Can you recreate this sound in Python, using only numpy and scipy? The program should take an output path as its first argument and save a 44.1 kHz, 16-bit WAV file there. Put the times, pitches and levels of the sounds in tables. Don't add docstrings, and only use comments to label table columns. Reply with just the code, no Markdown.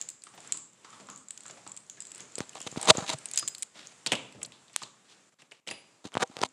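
import sys
import numpy as np
from scipy import signal
from scipy.io import wavfile
from scipy.ndimage import uniform_filter1d

SR = 44100
rng = np.random.default_rng(int(sys.argv[2]) if len(sys.argv) > 2 else 0)


def amplitude_ratio(level_db):
    exponent = np.asarray(level_db, float) / 20
    return 10 ** exponent


def unload_audio(sound):
    columns = np.transpose(np.atleast_2d(sound))
    steps = np.round(np.clip(columns, -1, 1) * 32767)
    wavfile.write(sys.argv[1], SR, steps.astype(np.int16))


N = 287660

# time_s, level_db
BUSTLE = [(0, -54.5), (.2, -71), (.45, -55.5), (.7, -70), (.95, -57.5), (1.25, -69), (1.5, -58),
          (1.848, -65.5), (2.5, -58.5), (2.9, -51), (3.199, -55.5), (3.45, -57), (3.651, -64.5),
          (3.95, -61.5), (4.6, -64.5), (4.95, -68.5), (5.2, -65.5), (5.65, -78.5), (5.9, -67.5),
          (6.1, -71.5), (6.3, -65.5), (6.52, -68)]


def rms_one(x):
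    return x / np.sqrt(np.mean(x ** 2) + 1e-20)


def at_hz(points, hz):
    points_hz, values = np.transpose(points)
    return np.interp(np.log(hz), np.log(points_hz), values)


def resonance(x, hz, width_hz):
    r = np.exp(-np.pi * min(width_hz, SR / 4) / SR)
    poles = [1, -2 * r * np.cos(2 * np.pi * hz / SR), r * r]
    return signal.lfilter([(1 - r * r) / 2, 0, (r * r - 1) / 2], poles, x)


def double_resonance(x, hz, width_hz):
    return resonance(resonance(x, hz, width_hz), hz, width_hz)


def ring(clicks, hz, t60_s):
    r, w = amplitude_ratio(-60 / (t60_s * SR)), 2 * np.pi * hz / SR
    return signal.lfilter([0, np.sin(w)], [1, -2 * r * np.cos(w), r * r], clicks + 1e-18)


def add(track, start_s, sound, peak_db):
    i = int(start_s * SR)
    track[i:i + len(sound)] += (amplitude_ratio(peak_db) * sound / np.abs(sound).max())[:N - i]


def bands(spectrum, shape):
    edges_hz, out = 30 * 2 ** np.arange(0, 9.4, .5), 0
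    white = rng.standard_normal((2, N))
    for k, (low_hz, high_hz) in enumerate(zip(edges_hz, edges_hz[1:])):
        hz = np.sqrt(low_hz * high_hz)
        envelope = amplitude_ratio(at_hz(spectrum, hz)) * shape(hz)
        sos = signal.butter(2, [low_hz, high_hz], "band", fs=SR, output="sos")
        out = out + envelope * signal.sosfilt(sos, white[k % 2, :len(envelope)])
    return rms_one(out)


def flicker(rate_hz, depth_db):
    knots = rng.standard_normal(2000)
    return amplitude_ratio(depth_db * np.interp(np.arange(N) / SR * rate_hz, np.arange(len(knots)), knots))


def port(x):
    port_hz, width_hz, peak_db = 7500, 920, 6.5
    return x + (amplitude_ratio(peak_db) - 1) * resonance(x, port_hz, width_hz)


def blows(rows, sharpness, broad_db, cut_hz, body_hz=None, body_t60_s=None):
    out, t = np.zeros((2, N)), np.arange(SR // 6) / SR
    noise = rng.standard_normal((len(rows), 2, len(t)))
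    noise[:, 0, 0] = 2.12
    click = 1. * (t == 0)
    edge = signal.butter(2, cut_hz, "band", fs=SR, output="sos")
    for (start_s, peak_db, hz, t60_s, *thud_db, room_db), (burst_noise, thud_noise) in zip(rows, noise):
        burst = burst_noise * amplitude_ratio(-60 * t / max(t60_s, .002))
        pitched = double_resonance(burst, hz, hz / sharpness)
        crack = amplitude_ratio(broad_db) * signal.sosfilt(edge, burst)
        near = port(pitched + crack)

        far_pitched = double_resonance(click, hz, .9 * hz / sharpness)
        far_crack = amplitude_ratio(broad_db - 3.5) * signal.sosfilt(edge, click)
        far = port(far_pitched + far_crack)
        far = far * np.linalg.norm(near) / np.linalg.norm(far)

        if thud_db:
            body = signal.butter(2, body_hz, "band", fs=SR, output="sos")
            thud = signal.sosfilt(body, thud_noise * amplitude_ratio(-60 * t / body_t60_s))
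            thud = amplitude_ratio(thud_db[0]) * np.abs(near).max() * thud / np.abs(thud).max()
            near, far = near + thud, far + thud
        far_over_near_db = 20 * np.log10(np.abs(far).max() / np.abs(near).max())
        add(out[0], start_s, near, peak_db)
        add(out[1], start_s, far, peak_db + room_db + far_over_near_db)
    return out


def strokes(rows, fall_s, fall_db):
    return [[(peak_s - max(rise_s, .002), db - swell_db, dull_db),
             (peak_s, db, dull_db),
             (peak_s + fall_s, db - fall_db, dull_db)]
            for peak_s, rise_s, db, swell_db, dull_db in rows]


def friction(curves, slips_per_s, spread_db, clump_db, ringing):
    size = amplitude_ratio(spread_db * np.minimum(rng.exponential(1, N), 4))
    slips = size * rng.standard_normal(N) * (rng.random(N) < slips_per_s / SR)
    slips = slips * flicker(160, clump_db)
    pressure, t = np.zeros((2, N)), np.arange(N) / SR
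    for curve in curves:
        time_s, level_db, dull_db = np.transpose(curve)
        span = slice(int(time_s[0] * SR), int(time_s[-1] * SR))
        pressure[0, span] += amplitude_ratio(np.interp(t[span], time_s, level_db - 7 + dull_db / 2))
        pressure[1, span] += amplitude_ratio(np.interp(t[span], time_s, level_db - 4.5 - dull_db / 2))
    out = 0
    for modes, gain in zip(ringing, pressure):
        steady, played = sum(amplitude_ratio(db) * resonance([slips, slips * gain], hz, width_hz)
                             for hz, width_hz, db in modes)
        out = out + played / np.std(steady)
    return out


def keys():
    # start_s, peak_db, pitch_hz, room_db
    ticks = [(0.0134, -17, 6870, -18.5), (0.0224, -29, 6900, -8), (0.0882, -23.5, 7530, -16),
             (0.1014, -26.5, 7400, -10.5), (0.2204, -39.5, 4770, -13), (0.2374, -30.5, 8550, -7),
             (0.4743, -35, 7300, -15), (0.5222, -7.5, 7450, -11), (0.5724, -28, 8000, -11),
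             (1.0999, -30.5, 6750, -3.5), (1.1603, -31, 6800, -11), (1.1754, -35, 8050, -3),
             (1.2845, -32.5, 7400, -12), (1.3064, -24, 8030, -12.5), (1.3758, -30.5, 6730, -24),
             (1.4062, -33, 7500, -13), (1.4626, -33, 7260, -4), (1.481, -33, 7500, -14),
             (1.5095, -32.5, 6800, -22), (1.6756, -29.5, 7360, -8), (1.6945, -38, 7420, -21),
             (1.718, -27, 7500, -16), (1.7654, -30.5, 8300, -8), (1.7734, -29.5, 7650, -19),
             (1.8981, -27, 6720, -8.5), (2.0043, -24, 7480, -9), (2.0213, -30, 7500, -21),
             (2.0522, -31.5, 7360, -5), (2.0692, -31.5, 7400, -7), (2.1171, -29.5, 7500, -15),
             (2.148, -31, 8400, -7), (2.1574, -34, 7100, -13), (2.1794, -33.5, 8760, -13),
             (2.2049, -29, 6730, -4.5), (2.3545, -20, 7530, -12), (2.385, -20, 8600, -31.5),
             (2.4934, -31.5, 7100, -20.5), (2.5316, -41, 2940, -21), (2.5511, -32, 7300, -22.5),
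             (2.6035, -28.5, 3150, -4.5), (2.6155, -25.5, 6810, -12), (2.6264, -32, 7600, -18),
             (2.8135, -19, 8900, -9.5), (2.8285, -16.5, 8300, -21.5), (2.8554, -20, 7500, -13),
             (2.9716, -17.5, 6800, -10), (3.1328, -22.5, 7250, -43), (3.1862, -29, 8600, -15.5),
             (3.257, -18, 8530, -17.5), (3.2864, -32.5, 6600, -6.5), (3.3134, -22, 9500, -24.5),
             (3.3358, -19, 7460, -22), (3.3444, -30, 6840, -17.5), (3.3588, -20, 8450, -13.5),
             (3.3752, -6.5, 6630, -16.5), (3.3814, -22.5, 6650, -32.5), (3.3874, -13, 7000, -30),
             (3.3944, -12.5, 9200, -38), (3.4034, -29.5, 4870, -4.5), (3.477, -15, 7490, -16),
             (3.4824, -18, 7340, -23.5), (3.5488, -24.5, 4540, -20), (3.5818, -30, 8500, -6),
             (3.6232, -18, 7130, -23.5), (3.6296, -11, 9160, -38), (3.8631, -46, 6400, -24),
             (3.871, -29, 6520, -12), (4.3244, -38, 2560, -16), (6.1404, -31.5, 3122, -14),
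             (6.2751, -43.5, 6500, -22), (6.4882, -42.5, 7000, -17)]
    burst_t60_s = 0.014
    count, first_s, last_s = 20, .05, 2.9
    jingle_db, spread_db, jingle_hz, jingle_room_db = -30.5, 3, 7450, -9
    follows = 1.1
    when, size, pitch = rng.random((count, 3)).T
    when_s = np.interp(when, [0, 1], [first_s, last_s])
    bustle_s, bustle_db = np.transpose(BUSTLE)
    shaken_db = np.interp(when_s, bustle_s, bustle_db - bustle_db.max())
    peaks_db = jingle_db + spread_db * (2 * size - 1) + follows * shaken_db
    pitches_hz = jingle_hz * (1 + .12 * (pitch - .5))
    jingle = zip(when_s, peaks_db, pitches_hz, np.full(count, jingle_room_db))
    rows = [(s, db, hz, burst_t60_s, room_db) for s, db, hz, room_db in [*ticks, *jingle]]
    return blows(rows, 4.22, -9.0, [2500, 14000])


def key_rings():
    # pitch_hz, t60_s
    key_modes = [(4996, .28), (11810, .065), (15410, .085)]
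    # start_s, then level_db of each mode
    ring_blows = [(.014, -61, -60, -30), (.097, -61, -45, -36), (.348, -77, -49, -35),
                  (.523, -64, -52, -46), (2.004, -57, -60, -55), (4.064, -61, -60.5, -57.5),
                  (3.376, -32.5, -34, -24), (3.478, -48.5, -34.5, -22), (3.582, -60.5, -39, -43)]
    start_s, *levels_db = np.transpose(ring_blows)
    clicks = np.zeros((len(key_modes), N))
    clicks[:, (start_s * SR).astype(int)] = amplitude_ratio(np.array(levels_db))
    return sum(ring(c, hz, t60_s) for c, (hz, t60_s) in zip(clicks, key_modes))


def latch():
    # start_s, peak_db, pitch_hz, room_db
    latch_blows = [(4.0624, -14, 3250, -11), (4.0702, -16, 4900, -20), (4.1191, -10, 2720, -11),
                   (4.1251, -16, 2820, -17), (4.1325, -18, 2550, -25), (4.153, -18, 3450, -12),
                   (4.416, -35, 2640, -17), (4.4299, -19, 8160, -35), (4.4484, -30, 4230, -30),
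                   (4.4596, -32.5, 9100, -27), (4.5204, -36.5, 3530, -4), (4.681, -44.5, 3610, -7.5),
                   (4.697, -45, 2480, -17), (4.7317, -43, 7700, -14), (4.8268, -31, 6600, -8),
                   (4.8329, -27, 3650, -13), (5.4195, -43, 2370, -20), (5.5188, -36.5, 2510, -13),
                   (5.6666, -38, 2620, -8.5), (5.674, -26, 2650, -11), (5.6802, -28, 3910, -8),
                   (5.6875, -26.5, 2570, -27), (5.7016, -37, 4840, -15), (5.7115, -24, 2590, -10),
                   (5.7178, -47, 3500, -13)]
    t60_s, panel_db = 0.03, -11
    shortening, panel_db_per_octave = 0.29, -13
    rows = []
    for start_s, peak_db, hz, room_db in latch_blows:
        burst_t60_s = t60_s * (hz / 2500) ** -shortening
        thud_db = panel_db + panel_db_per_octave * np.log2(hz / 2500)
        rows.append((start_s, peak_db, hz, burst_t60_s, thud_db, room_db))
    return blows(rows, 1.86, -12.5, [1500, 12000], [110, 900], 0.11)


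def spring():
    # pitch_hz, relative_db, t60_s
    spring_modes = [(4861, 0, .34), (4874, -9, .3), (9243, -5, .15), (9728, -1, .3), (9740, -3, .3),
                    (10370, 1, .17)]
    start_s, level_db = 5.7025, -45.5
    click = amplitude_ratio(level_db) * (np.arange(N) == int(start_s * SR))
    return sum(amplitude_ratio(db) * ring(click, hz, t60_s) for hz, db, t60_s in spring_modes)


def snap():
    # start_s, peak_db, pitch_hz, burst_t60_s, room_db
    snap_blow = [(4.7624, -3, 8600, 0.0028, -28.5)]
    return blows(snap_blow, 0.86, -4.5, [400, 15000])


def steps():
    # start_s, peak_db, pitch_hz, thud_db (relative to the knock), room_db
    footfalls = [(0.268, -39, 1160, -40, -9), (0.338, -44, 657, -9, -4), (0.377, -38.5, 710, -13, -8),
                 (0.448, -47.5, 1100, -13, 0), (0.544, -42, 1080, -9, -3), (0.846, -36.5, 1160, -34, -2.5),
                 (0.928, -42, 1050, -33, 1), (0.999, -41, 580, -8.5, -3), (1.087, -35, 1120, -14, -1.5),
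                 (1.455, -42.5, 1300, -27, -1.5), (1.498, -37.5, 590, -18, -7.5),
                 (1.573, -41, 744, -20, -6), (1.665, -36.5, 990, -14, -6.5), (1.971, -46.5, 1660, -13, 0),
                 (2.197, -46, 248, -4, -8), (3.426, -31.5, 1180, -13.5, -18),
                 (3.755, -46, 518, -36.5, -1.5), (3.921, -44, 587, -22.5, -20.5),
                 (4.348, -44.5, 335, 4, -1.5), (4.818, -31, 1045, -17, -10)]
    burst_t60_s = 0.048
    rows = [(s, db, hz, burst_t60_s, thud_db, room_db) for s, db, hz, thud_db, room_db in footfalls]
    return blows(rows, 1.82, -11.0, [200, 5000], [70, 400], 0.23)


def taps():
    # start_s, peak_db, case_hz, ringing_cycles (to -60 dB), edge_gain_db
    finger_taps = [(2.382, -21, 470, 5.9, 7), (2.405, -15.5, 298, 1.4, -2), (2.608, -33.5, 670, 1.2, -11),
                   (2.666, -26, 299, 1.2, -5), (2.726, -30.5, 362, 0.8, -14), (2.761, -25, 964, 2.2, -30),
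                   (2.773, -20, 260, 3.1, -22), (2.952, -24.5, 540, 8.3, -15), (2.982, -16, 270, 1.2, -13),
                   (3.022, -32, 183, 8, -14), (3.141, -30.5, 141, 6.3, 3), (6.052, -28.5, 299, 3.8, -27),
                   (6.062, -35, 273, 4.1, -19), (6.12, -36, 1150, 2.4, 10), (6.153, -15.5, 934, 0.93, -20),
                   (6.17, -8.5, 860, 2.7, -41), (6.177, -18, 161, 1.5, 25), (6.298, -41.5, 254, 6.5, -26),
                   (6.368, -20.5, 520, 4.4, 11.5), (6.39, -28.5, 751, 2.5, 6), (6.416, -15, 460, 3.4, 7.5),
                   (6.433, -17, 1030, 7.7, -18), (6.436, -6, 974, 7.1, 3.5)]
    out, click = np.zeros(N), -1. * (np.arange(SR // 10) == 8)
    edge_t60_s = 0.0022
    decay = amplitude_ratio(-60 * np.arange(len(click)) / (SR * edge_t60_s))
    noise = rng.standard_normal((len(finger_taps), len(click))) * decay
    for (start_s, peak_db, hz, cycles, edge_db), edge_noise in zip(finger_taps, noise):
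        push = ring(click, hz, max(cycles, .3) / hz)
        settling = amplitude_ratio(-39.5) * ring(click, 259, 0.18)
        edge = amplitude_ratio(edge_db) * resonance(edge_noise, 1870, 4800)
        add(out, start_s, push + settling + edge, peak_db)
    return out


def rubs():
    # let_go_s, rise_s, level_db (at let-go), swell_db, dullness_db
    finger_rubs = [(2.44, 0.048, -48.5, -2.5, 5), (2.58, 0.026, -40, 5.5, 4), (2.674, 0.017, -30, 30, -2),
                   (2.778, 0.014, -35, 12, 0), (2.888, 0.11, -31.5, 14.5, 9.5), (2.905, .032, -1.5, 33, 2),
                   (2.99, 0.052, -36, 5, 7), (3.06, 0.073, -47, -7, 12), (3.102, 0.04, -30.5, 12, -5.5),
                   (3.14, 0.051, -30.5, 3.5, 2.5), (3.185, 0.045, -73, 13, 6), (3.42, 0.078, -53, -7, -12),
                   (6.052, 0.0117, -36.5, 18.5, 1.5), (6.09, .036, -52, -9.5, 3),
                   (6.184, .058, -49, 1.5, 19.5), (6.221, 0.026, -29.5, 11.5, 14), (6.23, .011, -16, 8, 13),
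                   (6.258, 0.034, -67, 17, 10), (6.368, 0.11, -50, 12.5, 8), (6.42, 0.047, -40, 9, 13.5),
                   (6.437, 0.014, -27.5, 5.5, 6), (6.459, 0.012, -35, -3, 1)]
    # pitch_hz, width_hz, relative_db
    case_modes = [(280, 200, -9), (490, 70, -4), (645, 60, -1), (780, 70, 2), (950, 100, -4),
                  (1150, 200, -8)]
    # pitch_hz, width_hz, relative_db
    skin_modes = [(1880, 2400, 5), (3120, 1600, 0), (3736, 480, 6), (6140, 420, 4.5), (7000, 950, -1),
                  (8650, 1600, -23)]
    fall_s, fall_db = 0.0077, 20
    return friction(strokes(finger_rubs, fall_s, fall_db), 5000, 2.5, 3.2, [case_modes, skin_modes])


def scuffs():
    # peak_s, rise_s, level_db, swell_db, dullness_db
    shoe_scuffs = [(.5, 0.11, -58, 32, 18), (2.2, 0.098, -61, 13, 29.5), (3.77, 0.025, -50, 10, 10),
                   (3.86, 0.087, -54, 1.5, -1), (4.83, .095, -57.5, 0, -12.5),
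                   (5.11, 0.067, -54.5, 19.5, -1.5), (5.4, 0.013, -59.5, 3.5, 7),
                   (5.525, 0.013, -60, -8, 3.5)]
    fade_s, fade_db = 0.078, 14
    # pitch_hz, width_hz, relative_db
    low_modes = [(292, 280, 2.0), (1010, 2200, 0.5)]
    bright_modes = [(3150, 2600, 9.5), (7500, 220, -18.0)]
    return friction(strokes(shoe_scuffs, fade_s, fade_db), 30000, 2.2, 2.6, [low_modes, bright_modes])


def air():
    # freq_hz, relative_db_per_hz
    rumble_spectrum = [(24, -42), (40, -11.5), (139, 3), (209, 3), (702, -2.5), (1070, -1), (2000, -9),
                       (2600, -39), (4400, -120)]
    # freq_hz, relative_db_per_hz
    rustle_spectrum = [(1200, -9.5), (1800, 5), (3600, 2.5), (5300, 0), (7000, 2.5), (10000, 0),
                       (16000, -14.5)]
    rumble_db, follows = -65, 0.74
    bustle_db = np.interp(np.arange(N) / SR, *np.transpose(BUSTLE))
    rumble_gain = amplitude_ratio(rumble_db + follows * (bustle_db - bustle_db.mean()))
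    rumble = rumble_gain * bands(rumble_spectrum, lambda hz: flicker(2.7, 1.7))
    rustle = amplitude_ratio(bustle_db) * bands(rustle_spectrum, lambda hz: flicker(14, 0.84))
    return rumble + rustle


def room(x):
    # freq_hz, t60_s
    room_t60 = [(150, 0.63), (400, 0.59), (1040, 0.5), (2760, 0.45), (7280, 0.45), (14000, 0.17)]
    t = np.arange(int(.9 * SR)) / SR
    tail = bands([(30, 0), (20000, 0)], lambda hz: amplitude_ratio(-60 * t / at_hz(room_t60, hz)))
    tail = tail * np.clip((t - .004) / 0.0056, 0, 1)
    return signal.fftconvolve(x, tail / np.sqrt(np.sum(tail ** 2)))[:N]


def dips():
    # start_s, end_s, gain_db
    level_dips = [(3.677, 3.744, -2.5), (5.297, 5.32, -8), (5.344, 5.386, -11.5), (5.602, 5.67, -7.5)]
    t = np.arange(N) / SR
    gain_db = sum(db * ((t > start_s) & (t < end_s)) for start_s, end_s, db in level_dips)
    return amplitude_ratio(uniform_filter1d(gain_db * 1., size=200))


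def scene():
    direct, feed = keys() + snap() + latch() + steps()
    rings = key_rings() + spring()
    ring_room_db = -11
    walls = room(feed + amplitude_ratio(ring_room_db) * rings)
    mix = direct + rings + walls + scuffs() + taps() + rubs() + port(air())
    return (mix * dips())[None]


def microphone(x):
    low_hz, top_hz, shelf_db = 103.3, 9090, -38
    x = signal.sosfilt(signal.butter(4, low_hz, "high", fs=SR, output="sos"), x)
    return signal.sosfilt(signal.butter(5, top_hz, fs=SR, output="sos"), x) + amplitude_ratio(shelf_db) * x


def top_cut(x):
    return signal.sosfilt(signal.butter(12, 16480, fs=SR, output="sos"), x)


def record(dry):
    overload, hiss_db = .72, -86
    heard = microphone(overload * np.tanh(dry / overload))
    low_pass = signal.butter(10, 12900, fs=SR, output="sos")
    hiss = signal.sosfilt(low_pass, rng.standard_normal(dry.shape))
    return top_cut(heard + amplitude_ratio(hiss_db) * hiss)


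dry = scene()
out = record(dry)
unload_audio(out)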